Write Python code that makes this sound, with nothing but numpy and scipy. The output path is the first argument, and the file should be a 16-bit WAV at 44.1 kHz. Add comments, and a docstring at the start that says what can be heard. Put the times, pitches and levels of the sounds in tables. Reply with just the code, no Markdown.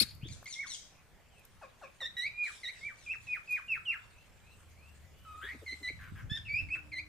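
"""A walled yard where parakeets feed on the ground: one shrieks close by, others screech, yelp, whistle, whine
and croak around it. Each call is a sum of harmonics, half-harmonics and hiss shaped by a throat spectrum.
Faint twitters come from farther off; beaks tick, grain rustles and wings flap, as shaped noise and short
falling tones, and a soft bright hiss swells unevenly. The walls return the calls as echoes and a diffuse tail,
over a low outdoor wash, two distant hums and air that buffets the microphone."""
import sys
import numpy as np
from scipy import signal
from scipy.fft import rfft, irfft, next_fast_len
from scipy.io import wavfile
from scipy.ndimage import uniform_filter1d

SR = 44100
rng = np.random.default_rng(int(sys.argv[2]) if len(sys.argv) > 2 else 0)


def waveform_to_disk(signal):
    """Save audio, clipped to [-1, 1], as 16-bit WAV at the path in sys.argv[1]."""
    frames = np.transpose(np.atleast_2d(signal))
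    scaled = np.clip(frames, -1, 1) * 32767
    samples = np.round(scaled).astype(np.int16)
    wavfile.write(sys.argv[1], SR, samples)


N = 312228
TIME = np.arange(N) / SR
EDGE_HZ = 15400  # upper band limit

# Course of the sharp shriek next to the microphone: [t/s, f/Hz, level/dB]
SHRIEK_COURSE = [(0, 2164, -17.5), (.008, 2198, -20), (.012, 2515, -26.5), (.018, 2665, -30.5),
                 (.023, 2323, -25), (.027, 1745, -28.5), (.031, 1426, -29.5), (.036, 1328, -36.5),
                 (.043, 1250, -48.5)]
# Harsh arched screeches: [start t/s, length t/s, top f/Hz, share of length spent rising, level/dB]
SCREECH_NOTES = [(0.27, 0.082, 2497, 0.29, -53), (0.456, .106, 2430, .27, -46),
                 (0.664, 0.1, 2278, 0.16, -43.5), (2.727, 0.17, 2090, 0.19, -66),
                 (2.957, 0.12, 2310, 0.2, -64), (3.202, .115, 2370, .27, -66.5),
                 (3.44, 0.13, 2550, .25, -65.5)]
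# Nearly pure whistles that end in a plunge:
# [start t/s, hold t/s, plunge t/s, opening f/Hz, settled f/Hz, crest f/Hz, level/dB, swell/dB]
WHISTLE_NOTES = [ (0.555, 0.071, 0.043, 2097, 2137, 2247, -38.5, 12.5),
                 (2.334, 0.12, 0.058, 2393, 2426, 2426, -34.5, 19.5),
                 (2.809, .069, .052, 2095, 2180, 2364, -39.5, 17.5),
                 (3.062, .069, 0.023, 2533, 2359, 2675, -35, 15),
                 (3.269, 0.068, 0.047, 2640, 2476, 2486, -33, 19),
                 (3.475, 0.08, 0.043, 2616, 2442, 2491, -31.5, 20.5),
                 (3.681, .053, .05, 2850, 2690, 2584, -30, 17.5),
                 (3.853, 0.056, 0.058, 3187, 2820, 2743, -30.5, 19.5),
                 (6.703, .047, .012, 2412, 2540, 2665, -33, 9.5)]
# Whines with more overtones:
# [start t/s, length t/s, opening f/Hz, turning f/Hz, closing f/Hz, share before the turn, level/dB, swell/dB]
WHINE_NOTES = [(5.25, .165, 1311, 1231, 1280, 0.647, -50.5, 7.5),
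               (6.484, .117, 2290, 2256, 2639, 0.142, -34, 11.5)]
# Nasal yelps, bending through a turning pitch: columns as for the whines
YELP_NOTES = [ (.456, 0.014, 2260, 2110, 2180, 0.6, -44.5, 14),
              (2.004, 0.063, 2008, 1790, 1990, 0.63, -39.5, 6.2),
              (2.167, 0.11, 1943, 1924, 2460, 0.3, -37.5, 1.6),
              (2.632, 0.067, 2150, 1871, 2224, .42, -41.5, 2),
              (5.662, 0.073, 2198, 2018, 2106, 0.45, -42.5, 3.4),
              (5.829, .062, 2050, 1985, 2125, 0.514, -40.5, 5.6),
              (6.297, .077, 1668, 1768, 1828, 0.46, -39, 8.4),
              (6.686, .011, 2260, 2178, 2280, 0.44, -48.5, 3.6),
              (6.917, 0.023, 2580, 2070, 2060, .65, -43.5, 5.9),
              (6.954, 0.048, 2054, 2008, 2498, 0.29, -39.5, 10.4)]
# Low falling chucks of another bird: [start t/s, length t/s, closing f/Hz, level/dB]
CHUCK_NOTES = [(1.613, .042, 526, -49.5), (1.813, .043, 519.7, -49), (2.006, 0.027, 501, -51.5)]
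# Rasping croaks, alone or where a call breaks off: [start t/s, length t/s, closing f/Hz, level/dB]
CROAK_NOTES = [(5.99, .112, 1436, -56.5), (6.152, .076, 1420, -57.5), (6.598, 0.034, 1984, -62.5),
               (6.754, 0.041, 1438, -59.5)]
# Course of a hoarse rising squawk: [t/s, f/Hz, level/dB]
SQUAWK_COURSE = [(5.405, 1324, -59), (5.44, 1660, -45), (5.48, 1858, -49), (5.515, 2050, -44.5),
                 (5.535, 2430, -59)]
# Soft slides: faint twitters and the rising lead-in of a screech:
# [start t/s, length t/s, opening f/Hz, closing f/Hz, level/dB]
SOFT_SLIDES = [ (0.212, 0.057, 2235, 3730, -54), (0.972, 0.031, 2490, 2434, -68),
               (1.296, .125, 3360, 2400, -69), (1.618, 0.036, 2646, 2390, -61),
               (1.825, 0.043, 2820, 2360, -57), (3.876, 0.13, 1130, 1500, -60.5),
               (4.12, 0.11, 2543, 2680, -66), (4.421, .135, 2316, 2750, -67),
               (4.755, 0.17, 2180, 2790, -66), (5.02, 0.056, 2000, 2020, -75),
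               (5.107, .24, 2848, 3057, -70.5), (6.45, 0.032, 2880, 2484, -46.5)]

# Throat spectra, one for each kind of call: [f/Hz, relative level/dB]
SHRIEK_SPECTRUM = [(1300, -17), (2400, -13.5), (4400, 3), (5300, -10.5), (6600, -20.5), (8800, -10),
                   (11000, -12.5), (13000, -13), (15500, -31.5)]
SCREECH_SPECTRUM = [(1500, -36), (2300, 4), (3400, 11), (4600, 2.5), (6000, 10.5), (7500, 2), (9300, 0.5),
                    (11000, -29), (15000, -27)]
WHISTLE_SPECTRUM = [(1100, 0), (2700, 0), (3500, -16), (5000, -22), (7500, -30), (10000, -42), (15000, -50)]
WHINE_SPECTRUM = [(1200, 25.5), (2400, 6.5), (3500, 3), (4700, -15), (7200, -34.5), (9500, -42),
                  (15000, -43)]  # shared by the soft slides
YELP_SPECTRUM = [(1700, -3.5), (1930, -4), (2200, 12.5), (2900, -1), (3600, 3), (3900, -1), (4200, -4),
                 (5700, -21), (7600, -27), (10000, -33.5), (15000, -42)]
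SQUAWK_SPECTRUM = [(1200, -7), (2200, 2.5), (2800, -20), (3500, -6.5), (4300, -57), (9000, -36),
                   (15000, -36)]
CHUCK_SPECTRUM = [(480, 6.5), (700, 2.5), (1200, 6), (1700, -4.5), (2500, -37.5), (3300, -21), (5000, -23),
                  (9000, -30), (15000, -27)]
CROAK_SPECTRUM = [(1100, -1), (1500, -1.5), (2300, -3), (3200, -19), (6000, -34), (15000, -29)]

# Beak ticks: [t/s, peak level/dB]
BEAK_TICKS = [(0.148, -46.5), (0.426, -54), (0.443, -45.5), (1.394, -54), (1.45, -42.5), (3.508, -41.5),
              (3.523, -36)]
# Soft wing beats and bumps: [t/s, level/dB, f/Hz, half-length t/s, left-right difference/dB]
WING_PUFFS = [(.008, -37.5, 207, 0.017, 17), (.014, -47, 605, 0.017, 6.5), (0.03, -39.5, 260, .02, 13),
              (0.235, -37, 120, .017, 6), (.26, -47, 255, .014, 4), (0.312, -39, 90.5, .021, -9),
              (.429, -51, 1130, 0.0067, 5), (5.448, -55, 367, 0.035, 5), (5.554, -51.5, 278, 0.035, 4),
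              (5.631, -51.5, 412, 0.027, 3), (5.732, -54, 326, 0.032, 3), (5.822, -55, 333, 0.032, 2),
              (5.908, -52, 468, 0.017, 4), (6.125, -43.5, 145, .02, -17), (6.246, -43.5, 115, 0.0427, 15),
              (6.319, -29.5, 134, 0.0093, -30), (6.545, -42, 130, .025, 24), (6.631, -41, 84.5, 0.037, -15)]
# Scuffles in the grain: [start t/s, length t/s, level/dB]
GRAIN_SCUFFLES = [(0, 0.022, -49.5), (2.428, 0.14, -54), (2.595, 0.24, -62.5), (2.965, 0.14, -65.5),
                  (3.206, 0.11, -66), (3.478, 0.087, -69), (5.347, 0.55, -65.5)]
# Soft bright hiss, partly around the whistles: [start t/s, length t/s, level/dB]
BRIGHT_HISS = [(3.31, 0.053, -75), (3.49, 0.069, -65), (3.7, .06, -72.5), (3.873, 0.076, -73),
               (4.49, 0.71, -81.5), (5.178, 0.65, -77)]
# Gusts on the microphone: [peak t/s, width t/s, level/dB]
AIR_GUSTS = [(.01, 0.063, -46.5), (.27, 0.18, -50), (1.1, .3, -71.5), (3.9, 0.36, -72), (3.15, 0.29, -62.5),
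             (4.6, 0.56, -66.5), (5.5, 0.597, -60.5), (6.25, 0.26, -47), (6.599, 0.089, -60),
             (6.95, 0.54, -56.5)]
# Two distant hums: [start t/s, fade-in t/s, f/Hz, level/dB]
DISTANT_HUMS = [(4.4, 0.3, 73.27, -60.5), (6.54, .06, 304.4, -66.5)]

# Noise spectra of ticks and bright hiss, rustling grain, buffeting air and outdoor wash:
# [f/Hz, relative level/dB]
BRIGHT_SPECTRUM = [(500, -25), (3000, -12), (8000, -6.5), (13000, 2.5), (15500, -6)]
RUSTLE_SPECTRUM = [(800, -5.5), (2000, 4.5), (4000, 3), (5500, -2), (7400, 1), (9500, -4), (11500, -16),
                   (15000, -23.5)]
BUFFET_SPECTRUM = [(20, -20.5), (45, -4.5), (70, 8.5), (110, 0), (160, -7.5), (230, -16), (350, -23.5),
                   (700, -41), (2000, -63)]
WASH_SPECTRUM = [(15, -22), (40, -2), (75, 0.05), (125, -5), (200, -9), (270, -15), (400, -15), (560, -13),
                 (800, -16), (2400, -18), (4000, -27), (7000, -28), (10000, -32), (15000, -34)]
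# Left-right coherence of the noises: [f/Hz, coherence 0-1]
COHERENCE = [(60, .4), (200, .4), (550, .65), (2000, .55), (5000, .25), (15000, .2)]

# Wall echoes: [left delay t/s, right delay t/s, level/dB before each call's own wall gain]
WALL_ECHOES = [(0.011, 0.0115, -3.5), (0.021, 0.011, -8.5), (0.045, 0.0385, -11), (0.054, 0.032, -18.5),
               (.078, .08, -24.5)]
# Decay of the diffuse tail: [f/Hz, time to fall 60 dB t/s]
TAIL_DECAY = [(300, 0.45), (1500, 0.7), (2600, 0.37), (5000, 0.56), (9000, 0.39), (15000, 0.87)]
# Far walls that return the shriek: [delay t/s, level/dB]
FAR_WALL_ECHOES = [(.052, -37), (0.065, -44), (.075, -36), (.087, -31), (.108, -32)]
# Shading between the microphones by the recorder's body, for a bird so close: [f/Hz, left-right difference/dB]
NEAR_SHADING = [(1500, 7), (2500, 10), (4400, 16), (6500, 4.5), (8800, -7), (10700, -13), (13000, 13)]

FAR_WALL_HZ = 5600  # the far walls give back little above this
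WASH_DB = -62.5
SCREECH_OPENS, SCREECH_CLOSES = 0.62, 0.66  # pitch at either end, as a share of the top
WHISTLE_SETTLES, WHISTLE_CRESTS = 0.365, 0.822  # shares of the hold
KNEE, PLUNGE_TO = 0.98, 0.48  # pitch at the start and end of the plunge, as a share of the crest pitch
BREAK_HZ_SHARE, BREAK_DB = 0.044, 4.5  # how far pitch and level shake as a whistle collapses
STRAIN_HZ_SHARE, STRAIN_DB = 0.034, 3.5  # the same at the strained end of a yelp or whine
SCUFFLE_ATTACK_S, SCUFFLE_RELEASE_S = 0.016, 0.051
FEEDING_FROM_S, FEEDING_TO_S = 1.2, 6.8
FEEDING_DB, FIDGET_DB = -73, -3  # level of the steady stir and its unevenness


def gain_of(db):
    """Decibel law: level to amplitude ratio."""
    return 10 ** (np.asarray(db) / 20)


def evened(x):
    """Normalization: scales to rms 1."""
    return x / np.sqrt(np.mean(x ** 2) + 1e-20)


def read(points, hz):
    """Interpolation of a spectrum on a log-frequency axis."""
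    f, value = np.transpose(points)
    return np.interp(np.log(hz + 1), np.log(f + 1), value)


def add(mix, s, sound):
    """Superposition: adds a sound to the mix at time s."""
    part = mix[..., max(round(s * SR), 0):][..., :sound.shape[-1]]
    part += sound[..., :part.shape[-1]]


def wander(n, hz):
    """Low-pass random drift of rms near 1, mostly slower than about hz."""
    size = next_fast_len(n + 2048)
    f = np.fft.rfftfreq(size, 1 / SR)
    spectrum = rfft(rng.standard_normal(size)) * np.exp(-(f / hz) ** 2)
    return evened(irfft(spectrum, size))[:n]


def shake(u):
    """Quick random unsteadiness of rms 1 over the course of a call."""
    return evened(uniform_filter1d(rng.standard_normal(len(u)), size=3))


def progress(count=60):
    """Normalized time: the course of a call from 0 to 1."""
    return np.arange(count) / (count - 1)


def arc(u, turn, opening, middle, closing, curve):
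    """Power-law contour: eases from opening to middle at the turn, then away to closing; u runs 0-1."""
    before = np.clip(1 - u / turn, 0, 1)
    after = np.clip((u - turn) / (1 - turn), 0, 1)
    return middle + (opening - middle) * before ** curve + (closing - middle) * after ** curve


def burst(start, length, attack_s, release_s):
    """Envelope: linear attack, hold and exponential release."""
    attack = np.clip((TIME - start) / attack_s, 0, 1)
    return attack * np.exp(-np.maximum(TIME - start - length, 0) / release_s)


def sides(balance_db):
    """Intensity stereophony: left and right gains for a level difference, at constant power."""
    return evened(gain_of(np.array([[balance_db], [-balance_db]]) / 2))


def delayed_right(spectrum, lag_s):
    """Phase shift theorem: two copies of a spectrum, the right one later by lag_s."""
    hz = np.fft.rfftfreq(N, 1 / SR)
    return spectrum * np.exp(-2j * np.pi * np.outer([0, lag_s], hz))


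def aside(x, balance_db, lag_s):
    """Level and time difference: an off-centre source differs in loudness and arrival between the sides."""
    return sides(balance_db) * irfft(delayed_right(rfft(x), lag_s), N)


def noise(spectrum, patchy_db):
    """Partial coherence: stereo noise of rms 1 with a given spectrum and drifting patches."""
    frames, hz = N // 256 + 6, np.fft.rfftfreq(1024, 1 / SR)
    a, b, c, d, patches = rng.standard_normal((5, frames, len(hz))).transpose(0, 2, 1)
    patches = uniform_filter1d(patches, size=12, axis=0)
    patches = evened(uniform_filter1d(patches, size=12, axis=1))
    same = read(COHERENCE, hz)[:, None]
    left, independent = a + 1j * b, c + 1j * d
    right = same * left + np.sqrt(1 - same ** 2) * independent
    z = np.array([left, right]) * gain_of(read(spectrum, hz)[:, None] + patchy_db * patches)
    return evened(signal.istft(z, nperseg=1024, noverlap=768)[1][:, :N])


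def yard(x, walls_db, tail_db):
    """Reverberation: a few wall echoes, and a diffuse tail in which each band dies at its own speed."""
    t = np.arange(SR) / SR
    taps = rng.standard_normal((2, SR)) * (rng.random((2, SR)) < 0.08)  # sparse reflections
    taps *= np.clip((t - 0.006) / 0.013, 0, 1)
    hz, at, z = signal.stft(taps, SR, nperseg=256)
    decay = gain_of(-60 * at / read(TAIL_DECAY, hz)[:, None])
    response = signal.istft(z * decay, SR, nperseg=256)[1]
    response *= gain_of(tail_db) / np.linalg.norm(response, axis=1, keepdims=True)
    for left, right, db in WALL_ECHOES:
        response[[0, 1], [round(left * SR), round(right * SR)]] += gain_of(db + walls_db)
    return signal.fftconvolve(x[None], response, axes=1)[:, :N]


def syrinx(calls, throat, jitter, jitter_hz, flutter, half_db, hiss_db, overtone_db=0):
    """Source and filter: a jittering membrane's harmonics, half-harmonics from uneven cycles and air hiss
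    pass the throat; each call is rows [t/s, f/Hz, level/dB]."""
    out = np.zeros(N)
    for rows in calls:
        s, pitch, level = np.transpose(rows)
        t = np.arange(s.min(), s.max() + 0.0051, 1 / SR)
        hz = uniform_filter1d(np.interp(t, s, pitch), size=300, mode="nearest")
        turns = np.cumsum(hz * (1 + jitter * wander(len(t), jitter_hz))) / SR + rng.random()
        # multiples of the pitch in steps of a half, starting at 1
        multiple = np.arange(2, min(2 * EDGE_HZ // hz.min(), 30))[:, None] / 2
        partial_hz = multiple * hz
        height = gain_of(read(throat, partial_hz) + half_db * (multiple % 1 > 0))
        height = height * (partial_hz < SR / 2)
        height = height * gain_of(overtone_db * (multiple > 1))  # a gently driven membrane is nearly a sine
        # overtones sound less steadily the higher they lie, up to a limit
        flicker = evened(uniform_filter1d(rng.standard_normal(height.shape), size=350))
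        height = height * gain_of(np.minimum(multiple - 1, 3) * 1.42 * flicker)
        tone = (height * np.sin(2 * np.pi * multiple * turns)).sum(0)
        tone /= np.sqrt((height ** 2).sum(0) / 2)
        f = np.fft.rfftfreq(len(t), 1 / SR)
        hiss_gain = gain_of(read(throat, f)) * (f > 0.7 * hz.min())
        hiss = evened(irfft(rfft(rng.standard_normal(len(t))) * hiss_gain, len(t)))
        edges = np.clip(np.minimum(t - t[0], t[-1] - t) / 0.0015, 0, 1)
        effort = edges * gain_of(np.interp(t, s, level)) * np.exp(flutter * wander(len(t), jitter_hz))
        add(out, t[0], (tone + gain_of(hiss_db) * hiss) * effort)
    return out


def bending(rows, curve, crest, fade_db):
    """Pitch glide: notes bend through one turning pitch, swell to a crest and roughen at the end."""
    u, calls = progress(), []
    strain = u ** 3
    for start, length, opening_hz, turn_hz, closing_hz, turn, db, swell_db in rows:
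        hz = arc(u, turn, opening_hz, turn_hz, closing_hz, curve)
        hz = hz * (1 + STRAIN_HZ_SHARE * strain * shake(u))
        level = db + arc(u, crest, -swell_db, 0, -fade_db, curve=3.2) + STRAIN_DB * strain * shake(u)
        calls.append(np.c_[start + length * u, hz, level])
    return calls


def dropping(rows, drop, curve, crest, swell_db, fade_db):
    """Falling glide: notes start high by the share drop and sink to their closing pitch."""
    u, calls = progress(), []
    for start, length, closing_hz, db in rows:
        hz = closing_hz * (1 + drop * (1 - u) ** curve)
        level = db + arc(u, crest, -swell_db, 0, -fade_db, curve=2)
        calls.append(np.c_[start + length * u, hz, level])
    return calls


def shriek():
    """Strongly driven membrane: a plunging pitch with wide jitter and much hiss."""
    return syrinx([SHRIEK_COURSE], SHRIEK_SPECTRUM, jitter=0.016, jitter_hz=1200, flutter=0.2,
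                  half_db=-20, hiss_db=-9)


def close_by(x, lag_s):
    """Near-field shading: levels differ between the microphones by frequency, and the right one hears later."""
    hz = np.fft.rfftfreq(N, 1 / SR)
    shading = gain_of(np.outer([0.5, -0.5], read(NEAR_SHADING, hz)))
    shading /= np.sqrt((shading ** 2).mean(0))
    return irfft(delayed_right(rfft(x), lag_s) * shading, N)


def far_echoes(x):
    """Absorbing reflection: late, dull returns from the far side of the yard."""
    dull = signal.sosfilt(signal.butter(3, FAR_WALL_HZ, fs=SR, output="sos"), x)
    out = np.zeros(N)
    for delay, db in FAR_WALL_ECHOES:
        add(out, delay, gain_of(db) * dull)
    return out


def crackle(per_s, spread_db):
    """Random impulses: single grains shift under feet as sparse tiny clicks, a few of them larger."""
    clicks = rng.standard_normal((2, N)) * (rng.random(N) < per_s / SR)
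    clicks *= gain_of(spread_db * np.minimum(rng.exponential(1, N), 3))
    t = np.arange(200) / SR
    grain = rng.standard_normal((2, len(t))) * np.exp(-t / 0.001)
    clicks = signal.oaconvolve(clicks, grain, axes=1)[:, :N]
    colour = gain_of(read(RUSTLE_SPECTRUM, np.fft.rfftfreq(N, 1 / SR)))
    return evened(irfft(rfft(clicks) * colour, N))


def footwork():
    """Power addition: restless feeding and a few scuffles set how hard the grain is stirred."""
    feeding = gain_of(FEEDING_DB + FIDGET_DB * wander(N, 42))
    feeding *= burst(FEEDING_FROM_S, FEEDING_TO_S - FEEDING_FROM_S, attack_s=0.2, release_s=0.15)
    power = feeding ** 2
    for s, length, db in GRAIN_SCUFFLES:
        power += (gain_of(db) * burst(s, length, SCUFFLE_ATTACK_S, SCUFFLE_RELEASE_S)) ** 2
    return np.sqrt(power)


def rustle():
    """Amplitude modulation: footwork drives a patchy noise and the crackle of grains."""
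    stirring = noise(RUSTLE_SPECTRUM, patchy_db=5.5) + gain_of(-9) * crackle(per_s=300, spread_db=1.0)
    return stirring * footwork()


def wash():
    """Stationary noise: the low outdoor background."""
    return noise(WASH_SPECTRUM, patchy_db=2.0) * gain_of(WASH_DB)


def buffeting():
    """Amplitude modulation: air noise on the microphone, each gust swelling and dying as a bell."""
    gusts = sum(gain_of(db) * np.exp(-((TIME - s) / width) ** 2) for s, width, db in AIR_GUSTS)
    return noise(BUFFET_SPECTRUM, patchy_db=1.5) * gusts


def puffs():
    """Air displacement: each beat or bump pushes out a short, falling and unsteady oscillation."""
    out = np.zeros((2, N))
    for s, db, hz, half_length, balance_db in WING_PUFFS:
        t = np.arange(-half_length, half_length, 1 / SR)
        turns = np.cumsum(hz * (1 - 0.3 * t / half_length + 0.28 * wander(len(t), 190))) / SR
        puff = np.sqrt(2) * np.hanning(len(t)) ** 2 * np.cos(2 * np.pi * turns)
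        add(out, s - half_length, sides(balance_db) * gain_of(db) * puff)
    return out


def ticks():
    """Fracture impulse: beaks snap grains with a short bright crack and a faint, slower tail of noise."""
    t, out = np.arange(2048) / SR, np.zeros((2, N))
    colour = gain_of(read(BRIGHT_SPECTRUM, np.fft.rfftfreq(len(t), 1 / SR)))
    shape = np.minimum(t / 0.002, 1) * (np.exp(-t / 0.003) + 0.07 * np.exp(-t / 0.025))
    for s, db in BEAK_TICKS:
        crack = irfft(rfft(rng.standard_normal((2, len(t)))) * colour) * shape
        add(out, s, gain_of(db) * crack / abs(crack).max())
    return out


def soft_slides(swell_db=10, fade_db=7):
    """Decelerating glide: twitters and a screech's lead-in slide and level off, fading in and out."""
    u, calls = progress(), []
    for start, length, opening_hz, closing_hz, db in SOFT_SLIDES:
        hz = closing_hz + (opening_hz - closing_hz) * (1 - u) ** 1.5
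        level = db + arc(u, 0.58, -swell_db, 0, -fade_db, curve=1.6)
        calls.append(np.c_[start + length * u, hz, level])
    return syrinx(calls, WHINE_SPECTRUM, jitter=0.02, jitter_hz=300, flutter=0.3, half_db=-25, hiss_db=-21)


def screeches():
    """Rising effort: the pitch leaps up and sinks slowly while the level grows until late in the call."""
    u, calls = progress(), []
    for start, length, top_hz, rise, db in SCREECH_NOTES:
        hz = top_hz * arc(u, rise, SCREECH_OPENS, 1, SCREECH_CLOSES, curve=0.95)
        level = db + arc(u, turn=0.78, opening=-8, middle=0, closing=-10, curve=1.4)
        calls.append(np.c_[start + length * u, hz, level])
    return syrinx(calls, SCREECH_SPECTRUM, jitter=0.013, jitter_hz=550, flutter=0.46, half_db=-24, hiss_db=-18)


def yelps():
    """Bending membrane tone: nasal notes with faint half-harmonics."""
    calls = bending(YELP_NOTES, curve=1.88, crest=0.85, fade_db=6)
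    return syrinx(calls, YELP_SPECTRUM, jitter=0.0062, jitter_hz=340, flutter=0.02, half_db=-24.5, hiss_db=-36.5)


def whistling(start, hold, plunge, opening_hz, settled_hz, crest_hz, db, swell_db, fade_db=22):
    """Loss of drive: the note settles and swells to a crest; then pitch and level collapse and shake."""
    u = progress()
    held_hz = np.interp(u, [0, WHISTLE_SETTLES, WHISTLE_CRESTS, 1],
                        [opening_hz, settled_hz, crest_hz, KNEE * crest_hz])
    held_db = db + arc(u, WHISTLE_CRESTS, -swell_db, 0, closing=-0.81, curve=1.59)
    falling_hz = crest_hz * (PLUNGE_TO + (KNEE - PLUNGE_TO) * (1 - u) ** 1.3)
    falling_hz = falling_hz * (1 + BREAK_HZ_SHARE * np.sqrt(u) * shake(u))
    falling_db = held_db[-1] - fade_db * u ** 0.6 + BREAK_DB * np.sqrt(u) * shake(u)
    held = np.c_[start + hold * u, held_hz, held_db]
    falling = np.c_[start + hold + plunge * u, falling_hz, falling_db]
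    return np.r_[held, falling]


def whistles():
    """Gently driven membrane: nearly pure tones with weak overtones."""
    calls = [whistling(*row) for row in WHISTLE_NOTES]
    return syrinx(calls, WHISTLE_SPECTRUM, jitter=0.0075, jitter_hz=246, flutter=0.045,
                  half_db=-49.5, hiss_db=-40.5, overtone_db=-13.0)


def chucks():
    """Relaxing membrane: low notes that fall steeply to their closing pitch."""
    calls = dropping(CHUCK_NOTES, drop=0.85, curve=2.3, crest=0.67, swell_db=9.5, fade_db=10.5)
    return syrinx(calls, CHUCK_SPECTRUM, jitter=0.014, jitter_hz=400, flutter=0.1, half_db=-18, hiss_db=-15)


def chatter(count, level_db, low_hz, high_hz):
    """Random succession: thin, high, nearly level notes of small birds in the distance."""
    calls = []
    for k, (when, where, loud) in enumerate(rng.random((count, 3))):
        s = 2.8 + (k + when) * 2.8 / count  # spread over 2.8 s, from 2.8 s on
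        hz = low_hz + where * (high_hz - low_hz)
        db = level_db + 6 * (loud - 0.5)
        calls.append([(s, hz * 0.97, db - 9), (s + 0.06, hz, db), (s + 0.14, hz * 0.97, db - 9)])
    throat = [(8500, 9), (12000, -28)]  # [f/Hz, relative level/dB]
    return syrinx(calls, throat, jitter=0.018, jitter_hz=500, flutter=0.18, half_db=-41.5, hiss_db=-44)


def hisses():
    """Amplitude modulation: uneven, bright swells of hiss."""
    swell = sum(gain_of(db) * burst(s, length, attack_s=0.012, release_s=0.045)
                for s, length, db in BRIGHT_HISS)
    return noise(BRIGHT_SPECTRUM, patchy_db=3) * swell * gain_of(3.5 * wander(N, 60))


def hums():
    """Frequency modulation: faraway hums fade in and waver a little."""
    out = np.zeros(N)
    for start, fade_s, hz, db in DISTANT_HUMS:
        turns = np.cumsum(hz + 7 * wander(N, 12)) / SR
        fade = np.clip((TIME - start) / fade_s, 0, 1)
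        out += np.sqrt(2) * gain_of(db) * fade * np.sin(2 * np.pi * turns)
    return out


def whines():
    """Bending membrane tone: steady notes with more overtones than the whistles."""
    calls = bending(WHINE_NOTES, curve=1.3, crest=0.78, fade_db=6)
    return syrinx(calls, WHINE_SPECTRUM, jitter=0.014, jitter_hz=250, flutter=0.042, half_db=-45, hiss_db=-47)


def squawk():
    """Irregular vibration: a hoarse rising note with wide jitter and breath."""
    return syrinx([SQUAWK_COURSE], SQUAWK_SPECTRUM, jitter=0.042, jitter_hz=398, flutter=0.4,
                  half_db=-38, hiss_db=-13)


def croaks():
    """Irregular vibration: falling notes rasp through strong half-harmonics and hiss."""
    calls = dropping(CROAK_NOTES, drop=0.21, curve=1.3, crest=0.35, swell_db=5, fade_db=6.5)
    return syrinx(calls, CROAK_SPECTRUM, jitter=0.074, jitter_hz=358, flutter=0.26, half_db=-10, hiss_db=-2.5)


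def scene():
    """Direct-to-reverberant ratio: the shriek close by is dry, faint calls carry much more echo."""
    near = shriek()
    birds = close_by(near, lag_s=0.000798) + far_echoes(near) * sides(3)
    birds += yard(near, walls_db=-22.5, tail_db=-23.5) * sides(6)

    faint = soft_slides() + chatter(count=18, level_db=-79.5, low_hz=6960, high_hz=8920)
    birds += faint * sides(1.5) * gain_of(-2.0) + yard(faint, walls_db=1.5, tail_db=-4.5)

    harsh = screeches()
    birds += aside(harsh, balance_db=5, lag_s=0.00005)
    birds += yard(harsh, walls_db=-12, tail_db=-2.0) * sides(2.3)

    nasal = yelps()
    birds += aside(nasal, balance_db=-0.5, lag_s=0.00002) + yard(nasal, walls_db=-1, tail_db=-10.5)

    clear = whistles() + whines()
    birds += clear * sides(-1.9) + yard(clear, walls_db=-2.5, tail_db=-9.5)

    rough = chucks() + squawk() + croaks()
    birds += rough * sides(3.5) + yard(rough, walls_db=-1.5, tail_db=-12)

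    movement = rustle() + puffs() + ticks()
    background = wash() + buffeting() + hisses() + aside(hums(), balance_db=1.0, lag_s=0.00035)
    return birds + movement + background


def record(dry):
    """Low-pass filtering: the recorder's band limit."""
    lowpass = signal.firwin(511, EDGE_HZ, window=("kaiser", 9), fs=SR)
    return signal.oaconvolve(dry, lowpass[None], "same")


dry = scene()
out = record(dry)
waveform_to_disk(out)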